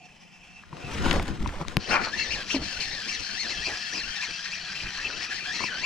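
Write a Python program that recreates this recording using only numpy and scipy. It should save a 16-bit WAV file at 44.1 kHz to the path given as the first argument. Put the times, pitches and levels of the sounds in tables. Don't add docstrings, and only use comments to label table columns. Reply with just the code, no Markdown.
import sys
import numpy as np
from scipy import signal
from scipy.fft import rfft, irfft, next_fast_len
from scipy.io import wavfile
from scipy.ndimage import uniform_filter1d

SR = 44100
rng = np.random.default_rng(int(sys.argv[2]) if len(sys.argv) > 2 else 0)


def log_audio(samples):
    frames = np.atleast_2d(samples).T
    limited = np.clip(frames, -1, 1)
    pcm = np.round(limited * 32767).astype(np.int16)
    wavfile.write(sys.argv[1], SR, pcm)


N = 258137
T = np.arange(N) / SR
F = np.fft.rfftfreq(next_fast_len(N), 1 / SR) + 1

# t/s, jacket rumble/dB, jacket rustle/dB, air hiss/dB
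ARM_SWEEP = [(0, -72, -64, -79), (.69, -54.5, -65, -56), (.728, -51, -47, -57), (.92, -37, -40, -41),
             (.98, -30.5, -37, -36.5), (1.07, -21.5, -27, -31.5), (1.115, -25, -29.5, -30.5),
             (1.165, -22.5, -28.5, -40), (1.25, -35, -46, -42), (1.375, -43, -57, -47),
             (1.48, -36, -51, -40.5), (1.64, -50, -52.5, -50), (1.72, -39, -43, -39.5),
             (1.77, -42.5, -45.5, -61), (2.45, -49, -45, -90), (2.95, -47.5, -50.5, -90),
             (4.45, -57.5, -59, -90), (5.86, -49.5, -46.5, -90)]
# t/s, half length/s, rumble/dB, rustle/dB
JACKET_RUBS = [(1.314, 0.056, -33.5, -43), (1.427, 0.041, -34.5, -49), (1.555, 0.026, -43, -43.5),
               (1.611, 0.021, -53, -36.5), (1.67, .03, -40, -63), (1.782, 0.016, -30.5, -58),
               (1.912, 0.036, -34, -30.5), (2.024, 0.038, -38, -37.5), (2.28, 0.14, -49.5, -57),
               (2.607, 0.069, -39, -45.5), (3.072, 0.014, -71, -47.5), (3.212, 0.016, -41.5, -46.5),
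               (3.481, 0.046, -57, -42), (3.605, 0.027, -51, -49.5), (3.698, 0.037, -63, -38.5),
               (3.966, 0.037, -54, -40), (4.078, 0.055, -50, -71), (4.302, 0.015, -63, -41),
               (4.861, 0.038, -47, -63), (5.11, 0.08, -55, -49), (5.63, 0.022, -40.5, -38)]
# f/Hz, gain/dB
RUMBLE_EQ = [(8.8, 2.5), (15, 2), (70, -3), (97, -7.5), (222, -8.5), (272, -12.5), (400, -16.5), (520, -67),
             (880, -120)]
# f/Hz, gain/dB
RUSTLE_EQ = [(120, -8.5), (250, -2.5), (450, -3.5), (800, -7.5), (1500, -15), (2800, -22.5), (5000, -23.5),
             (11000, -43), (16000, -63)]
# f/Hz, width/Hz, level/dB
DRONE_BANDS = [(79, 14, -73), (174.6, 61, -57.5), (684, 120, -69.5)]
# f/Hz, gain/dB
SWISH_EQ = [(600, -12), (1200, -2), (2700, -7.5), (5400, -17), (8500, -22), (10500, -31.5), (16000, -42)]

# t/s, peak/dB, f/Hz,
# left minus right/dB
SHARP_TICKS = [(0.769, -34, 2600, 8), (0.935, -33, 6270, 3), (1.051, -23, 2870, 1), (1.0864, -40, 3970, 4),
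               (1.111, -11, 2800, 12), (1.1135, -17.5, 2100, 20), (1.1284, -20, 1820, 16),
               (1.1305, -22, 5200, 3), (1.1598, -26, 2000, 18), (1.168, -38, 8000, -1),
               (1.1972, -17.5, 2120, 5), (1.227, -32, 3900, 2), (1.2275, -35, 8400, -4),
               (1.28, -29, 4270, 11), (1.4277, -38, 5000, 9), (1.4454, -38, 2000, 11),
               (1.475, -28, 3700, 11), (1.4912, -25.5, 1690, 10), (1.683, -20.5, 3730, 9),
               (2.488, -33, 4260, 3), (2.671, -43, 5310, 4), (4.172, -51, 5635, 4), (4.337, -43, 5650, 4),
               (5.324, -35, 5100, 4), (5.399, -51, 8500, -2), (5.639, -43, 8000, -2),
               (5.6425, -44, 8030, -2)]
# pitch ratio, gain/dB, t60/s
TICK_RING = [(1, 0, .007), (.6, -4, .007), (1.6, -5, .005), (2.3, -11, .004), (3.4, -22, .003)]
# t/s, peak/dB, f/Hz, left minus right/dB
TACKLE_CLICKS = [(0.635, -42, 1160, 1), (0.637, -41, 1650, 4), (0.729, -30, 980, 3), (1.063, -17.5, 910, 2),
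                 (1.2, -25, 870, 2), (1.46, -22, 980, 11), (1.544, -35, 920, 1.5), (1.613, -26, 934, 13.5),
                 (1.634, -36, 1170, 3), (1.65, -36, 1030, 17), (5.102, -28, 1470, 1), (5.606, -24, 1032, 9),
                 (5.616, -35, 1063, 9), (5.6225, -31, 1071, 3), (5.639, -23.5, 983, 11)]
# pitch ratio, gain/dB, t60/s
CLICK_RING = [(1.023, 8, 0.016), (0.363, -6, 0.022), (0.66, -7.5, 0.02), (0.99, -11, 0.043),
              (2.52, -2, 0.009)]
# t/s, peak/dB, f/Hz, left minus right/dB
HULL_KNOCKS = [(0.729, -31.5, 154, 3), (0.841, -30, 132, 4), (1.471, -22, 73.5, 6), (1.609, -26.5, 161, 6),
               (2.543, -15.5, 292.3, 1.5), (2.561, -17, 273.3, 1), (2.618, -28, 309, 1.5)]
# pitch ratio, gain/dB, t60/s
KNOCK_RING = [(0.999, 7, 0.084), (2.1, 0.5, 0.038), (3.3, 1, 0.019)]
# t/s, peak/dB, f/Hz, left minus right/dB
CLUTCH_SNAP = [(1.76895, -3, 2630, 10)]
# pitch ratio, gain/dB, t60/s
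SNAP_RING = [(1, 0, .0026), (.42, -15, .008), (.7, -5, .0025), (1.5, -4, .002), (3.4, -15, .0018),
             (4.4, -14, .0018)]
# t/s, peak/dB, f/Hz, left minus right/dB
CLUTCH_THUMP = [(1.7704, -12, 153, 4.2)]
# pitch ratio, gain/dB, t60/s
THUMP_RING = [(0.97, 11.5, 0.035), (1.9, 5, 0.017), (.45, -25, .15)]
# t/s, level/dB
RASP_ENVELOPE = [(1.86, -74), (1.903, -32), (1.909, -24.5), (1.93, -21), (1.96, -19), (1.99, -27),
                 (2.025, -32), (2.05, -33), (2.075, -32.5), (2.11, -42)]
# f/Hz, width/Hz, gain/dB
ROD_MODES = [(483, 100, -33), (904, 880, -2.5), (1426, 310, 3), (1760, 650, -11), (2400, 330, -3.5)]

# t/s, level/dB
SLOW_ENVELOPE = [(0, -53.5), (.4, -53.5), (.44, -48.5), (.6, -54.5), (.69, -62), (.95, -39)]
# f/Hz, gain/dB
SLOW_EQ = [(300, -37), (600, -31), (750, -12.5), (950, -17.5), (1400, -30), (2200, -17), (2700, -12),
           (3300, -23), (4300, -35.5), (5400, -28), (7300, -27.5), (16000, -51)]
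# f/Hz, gain/dB
CRANK_EQ = [(240, -69), (500, -17.5), (1250, -3), (1550, -4.5), (2600, -2), (3700, -8.5), (5900, -13),
            (6900, -13), (9000, -22.5), (13000, -35), (16000, -45)]
# f/Hz, width/Hz, boost/dB
HOUSING_MODES = [(729, 102, 9), (1756, 366, 8), (2411, 80, 9), (2669, 56, 13), (3060, 160, 7.5),
                 (3260, 68, 7.5), (4296, 380, 13.5), (5034, 900, 11.5), (5803, 360, 11.5)]
# t/s, tooth rate/Hz, level/dB, whine over hiss/dB,
# overtone gain/dB, hiss treble/dB
CRANK_PACE = [(1.79, 1299, -54, -22, -5, 1), (1.815, 1497, -40, -19, 0, 3),
              (2.1, 1580, -32.5, -21, -5, 6.5), (2.3, 1662, -35, -3, -5, 2.5),
              (2.7, 1620, -34, -14, -3, 7.5), (3.0, 1740, -35, -7, -4.5, 6.5), (3.4, 1500, -33, -9, -2, 7),
              (3.8, 1720, -34.5, -10.5, -5, 6), (4.1, 1550, -34, -9.5, -3.5, 6),
              (4.6, 1680, -37.5, -11, -5, 2.5), (5.0, 1753, -35, -20, -8, 0),
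              (5.45, 1621, -33.5, -5, -7, 4.5), (5.86, 1547, -34.5, -16, -5, 1)]
# t/s, tooth rate/octaves, rise/s, fall/s,
# level/dB, whine/dB, overtones/dB
HAND_PUSHES = [(1.924, 0.95, 0.037, 0.04, 8.5, 12, 2), (1.997, -.069, .02, 0.022, -8, -4, -2),
               (2.046, .7, .016, 0.02, 1.5, -16, 3), (2.097, -.3, 0.026, 0.022, -8, 0, -7),
               (2.138, .02, .014, 0.01896, -1.5, 15, 1), (2.208, 0.43, .062, 0.056, 6, 5, 5.5),
               (2.331, 0.79, 0.026, 0.025, 6.5, -4.5, 0.5), (2.456, -0.37, .026, 0.023, -8, -17, -7),
               (2.521, 0.99, 0.028, .05, 6, 1, 3.5), (2.599, -.57, .022, .021, -8.5, -2, -5),
               (2.757, -0.23, .021, .022, 0, 7, -8), (2.813, 0.56, 0.013, 0.051, 4.5, 0, 5),
               (2.93, 0.19, 0.027, 0.036, 1, 0, 6), (3.034, -0.18, .02, .02, -1, -8, 3),
               (3.098, 0.62, .018, 0.06, 3.5, -1, 3), (3.205, -0.23, 0.023, .02, -1.3, -21, -9),
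               (3.298, -0.0044, .05, .04, -0.5, 2.5, -6), (3.41, 0.51, 0.041, .045, 2.5, 5, 5),
               (3.512, 0.49, .019, 0.031, 2, 4, -1), (3.668, 0.62, .034, 0.033, 4, 2, 2.5),
               (3.909, -0.21, .021, 0.014, 2, 0, -9), (3.96, 0.75, 0.024, .059, 2.5, 3, 3),
               (4.036, -0.34, .015, 0.024, -0.5, 4, 3), (4.172, 0.26, .019, .018, 2.5, 3, 2),
               (4.23, 0.59, 0.021, 0.031, 4.5, 5, 2), (4.458, 0.41, 0.019, .023, 2.5, -12, 5),
               (4.541, .62, .04, .045, 2.5, -4, 5), (4.623, -0.24, .017, 0.017, -0.5, 3, -9),
               (4.729, -0.24, .03, 0.01, 1.5, 0, 3), (4.766, .82, .02, .072, 1, -14, -3),
               (4.919, 0.11, 0.031, .031, -1.5, 8, -3), (4.975, -.31, 0.014, .015, 2.5, -1, -14),
               (5.06, 0.57, .04, .03, 3, -8, 0), (5.135, -0.38, 0.037, 0.037, -2, 6, 4),
               (5.241, 0.57, 0.022, 0.019, 2.5, -8, -10), (5.287, -0.45, 0.02, 0.016, -6, 3, 4),
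               (5.323, 0.063, 0.015, .025, 3, 0.5, -3), (5.385, .32, .026, .015, -.5, -3, 0),
               (5.423, -0.45, .022, .028, -3, -0.5, -2), (5.5, 0.077, 0.032, 0.037, 1, 7, 0),
               (5.552, 0.42, 0.023, 0.024, 2.5, 0, 2.5), (5.66, 0.61, 0.073, 0.03, 3.5, 3, 2),
               (5.74, -0.071, 0.033, 0.041, 0.5, 11, -5), (5.856, 0.65, 0.046, 0.032, 5.5, 14, -1)]

# f/Hz, share of the pan
CHEST_SHADOW = [(100, 0.13), (400, 0.091), (1300, 0.2), (2400, 1), (4400, 0.72), (8000, 0.49),
                (15000, -0.4)]
# f/Hz, scattered over direct/dB
CHEST_SCATTER = [(60, -3.5), (300, 0.5), (1400, 1.5), (3100, -1.5), (6800, 7.5), (14000, 8)]

CLOTH_GRAIN_DB, RASP_GRAIN_DB = 2.2, 2.8
CRACK_DB, CRACK_T60_S, CRACK_TOP = -6, .006, 1.5
MODE_FLICKER_DB, MODE_FLICKER_HZ, TOOTH_FLICKER_DB = 3.2, 24, 3.1
TOOTH_JITTER, SMEAR_JITTER = .03, .14
OVERTONES_DB = [3, 1.5, -3.5]
GUIDE_RATIO, GUIDE_DB = .43, -8
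PLATE_HZ, PLATE_WIDTH_HZ, PLATE_DB = 2727, 160, -4.5
PUSH_WHINE_DB = 5
PORT_LAG_S, TOP_HZ = 2.4e-5, 15700
SCATTER_DRIFT_RAD, SCATTER_DRIFT_HZ = 1.71, 7.56


def undb(db):
    return 10 ** (np.asarray(db) / 20)


def unit(x):
    return x / np.sqrt(np.mean(x ** 2))


def envelopes(table):
    s, *columns = np.transpose(table)
    return [np.interp(T, s, c, left=-120, right=-120) for c in columns]


def over_hz(table):
    hz, value = np.transpose(table)
    return np.interp(np.log(F), np.log(hz), value)


def filtered(x, gain):
    return irfft(rfft(x, next_fast_len(N)) * gain, next_fast_len(N))[..., :N]


def resonance(hz, width):
    return 1 / (1 + (2 * (F - hz) / width) ** 2)


def wobble(rate):
    k = max(int(SR / rate), 1)
    return unit(uniform_filter1d(uniform_filter1d(rng.standard_normal(N), k), k))


def grit(spread_db, rate):
    return unit(rng.standard_normal(N) * undb(spread_db * wobble(rate)))


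def swells(s, rise_s, fall_s, squareness):
    late = T - s[:, None]
    return np.exp(-np.where(late < 0, -late / rise_s[:, None], late / fall_s[:, None]) ** squareness)


def struck(events, modes, rise_s, crack=0):
    out, t = np.zeros((2, N + SR)), T[:SR // 4]
    for s, db, hz, pan_db in events:
        ring = sum(undb(mode_db - 60 * t / t60) * np.sin(2 * np.pi * hz * ratio * t)
                   for ratio, mode_db, t60 in modes if hz * ratio < TOP_HZ)
        lowpass = signal.butter(4, min(CRACK_TOP * hz, TOP_HZ), fs=SR)
        burst = signal.lfilter(*lowpass, rng.standard_normal(len(t)))
        ring += crack * unit(burst) * undb(-60 * t / CRACK_T60_S)
        ring *= 1 - np.exp(-t / rise_s)
        gains = undb(db + np.array([[pan_db], [-pan_db]]) / 2)
        at = int(s * SR)
        out[:, at:at + len(t)] += gains * ring / np.abs(ring).max()
    return out[:, :N]


def mic_ports(x, pan_db):
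    shade = undb(pan_db * over_hz(CHEST_SHADOW) / 2)
    t = T[:SR // 8]
    echoes = rng.standard_normal((2, len(t))) * np.exp(-t / 0.0056)
    echoes /= np.sqrt(np.sum(echoes ** 2, axis=1, keepdims=True))
    scatter = undb(over_hz(CHEST_SCATTER))
    right_gain = 1 / shade / np.sqrt(1 + scatter ** 2)
    direct = filtered(x, right_gain * np.exp(-2j * np.pi * F * PORT_LAG_S))
    paths = filtered(x, right_gain * scatter * rfft(echoes, next_fast_len(N)))
    angle = SCATTER_DRIFT_RAD * wobble(SCATTER_DRIFT_HZ)
    return np.array([filtered(x, shade), direct + np.cos(angle) * paths[0] + np.sin(angle) * paths[1]])


def drone():
    return sum(undb(db) * unit(filtered(rng.standard_normal(N), resonance(hz, width)))
               for hz, width, db in DRONE_BANDS)


def jacket():
    rumble_db, rustle_db, _ = envelopes(ARM_SWEEP)
    s, half_s, rub_rumble_db, rub_rustle_db = np.transpose(JACKET_RUBS)
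    rubs = swells(s, half_s, half_s, squareness=3.3)
    rumble = unit(filtered(grit(CLOTH_GRAIN_DB, 37), undb(over_hz(RUMBLE_EQ))))
    rustle = unit(filtered(grit(CLOTH_GRAIN_DB, 86), undb(over_hz(RUSTLE_EQ))))
    rumble *= undb(rumble_db) + undb(rub_rumble_db) @ rubs
    rustle *= undb(rustle_db) + undb(rub_rustle_db) @ rubs
    return rumble + rustle


def swish():
    _, _, air_db = envelopes(ARM_SWEEP)
    return undb(air_db) * unit(filtered(grit(2.4, 150), undb(over_hz(SWISH_EQ))))


def hull():
    return struck(HULL_KNOCKS, KNOCK_RING, rise_s=0.0017)


def small_contacts():
    ticks = struck(SHARP_TICKS, TICK_RING, rise_s=0.00018, crack=undb(CRACK_DB))
    return ticks + struck(TACKLE_CLICKS, CLICK_RING, rise_s=0.00029)


def clutch():
    snap = struck(CLUTCH_SNAP, SNAP_RING, rise_s=0.00012)
    thump = struck(CLUTCH_THUMP, THUMP_RING, rise_s=0.00052)
    return thump - snap


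def line_rasp():
    blank = sum(undb(db) * resonance(hz, width) for hz, width, db in ROD_MODES)
    return undb(envelopes(RASP_ENVELOPE)[0]) * unit(filtered(grit(RASP_GRAIN_DB, 890), blank))


def housing(x, eq):
    broad = undb(over_hz(eq))
    boosts = np.array([broad * (undb(db) - 1) * resonance(hz, width) for hz, width, db in HOUSING_MODES])
    rings = sum(undb(MODE_FLICKER_DB * wobble(MODE_FLICKER_HZ)) * ring for ring in filtered(x, boosts))
    return filtered(x, broad) + rings


def slow_winding():
    return undb(envelopes(SLOW_ENVELOPE)[0]) * unit(housing(grit(1.64, 59), SLOW_EQ))


def hand():
    hz, level_db, whine_db, overtones_db, treble_db = envelopes(CRANK_PACE)
    s, octaves, rise_s, fall_s, push_db, clear_db, bright_db = np.transpose(HAND_PUSHES)
    pushes = swells(s, rise_s, fall_s, squareness=2.2)
    hz = np.maximum(hz, 1000) * 2 ** (octaves @ pushes)
    level_db += push_db @ pushes
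    whine_db += (PUSH_WHINE_DB * octaves + clear_db) @ pushes
    overtones_db += bright_db @ pushes
    return hz, level_db, whine_db, overtones_db, treble_db


def gear_teeth(hz, overtones_db, jitter, jitter_hz):
    phase = 2 * np.pi * np.cumsum(hz * (1 + jitter * wobble(jitter_hz))) / SR
    overtones = sum(undb(db + TOOTH_FLICKER_DB * wobble(74)) * np.sin(k * phase)
                    for k, db in enumerate(OVERTONES_DB, start=2))
    return undb(TOOTH_FLICKER_DB * wobble(150)) * np.sin(phase) + undb(overtones_db) * overtones


def hard_cranking():
    hz, level_db, whine_db, overtones_db, treble_db = hand()
    guide_gain = undb(GUIDE_DB + 2.2 * wobble(60))
    guide_hz = GUIDE_RATIO * hz * (1 + TOOTH_JITTER * wobble(246))
    guide = guide_gain * np.sin(2 * np.pi * np.cumsum(guide_hz) / SR)
    whine = undb(whine_db) * (gear_teeth(hz, overtones_db, TOOTH_JITTER * hz / 1800, 320) + guide)
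    smear = undb(-7.5) * (hz / 2000) ** 1.4 * gear_teeth(hz, overtones_db, SMEAR_JITTER, 900)
    hiss = grit(2.0, 660)
    treble = filtered(hiss, 1 / np.sqrt(1 + (4200 / F) ** 6)) * (undb(treble_db) - 1)
    sizzle = filtered(hiss, 1 / np.sqrt(1 + (9500 / F) ** 8)) * ((hz / 1900) ** 1.2 - 1)
    plate = filtered(grit(2.6, 60), resonance(PLATE_HZ, PLATE_WIDTH_HZ))
    plate *= undb(PLATE_DB + 4.45 * np.clip(level_db + 33.5, -30, 8))
    body = housing(hiss + treble + sizzle + whine + smear + plate, CRANK_EQ)
    return undb(level_db) * body / np.sqrt(uniform_filter1d(body ** 2, size=3000))


def scene():
    hits = small_contacts() + hull() + clutch()
    cranking = mic_ports(hard_cranking() + line_rasp(), pan_db=8.55)
    winding = mic_ports(slow_winding(), pan_db=1.3)
    bed = mic_ports(jacket() + drone() + swish(), pan_db=5.0)
    return bed + hits + winding + cranking


def record(dry):
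    return signal.sosfilt(signal.ellip(8, .2, 70, TOP_HZ, fs=SR, output="sos"), np.clip(dry, -1, 1))


dry = scene()
out = record(dry)
log_audio(out)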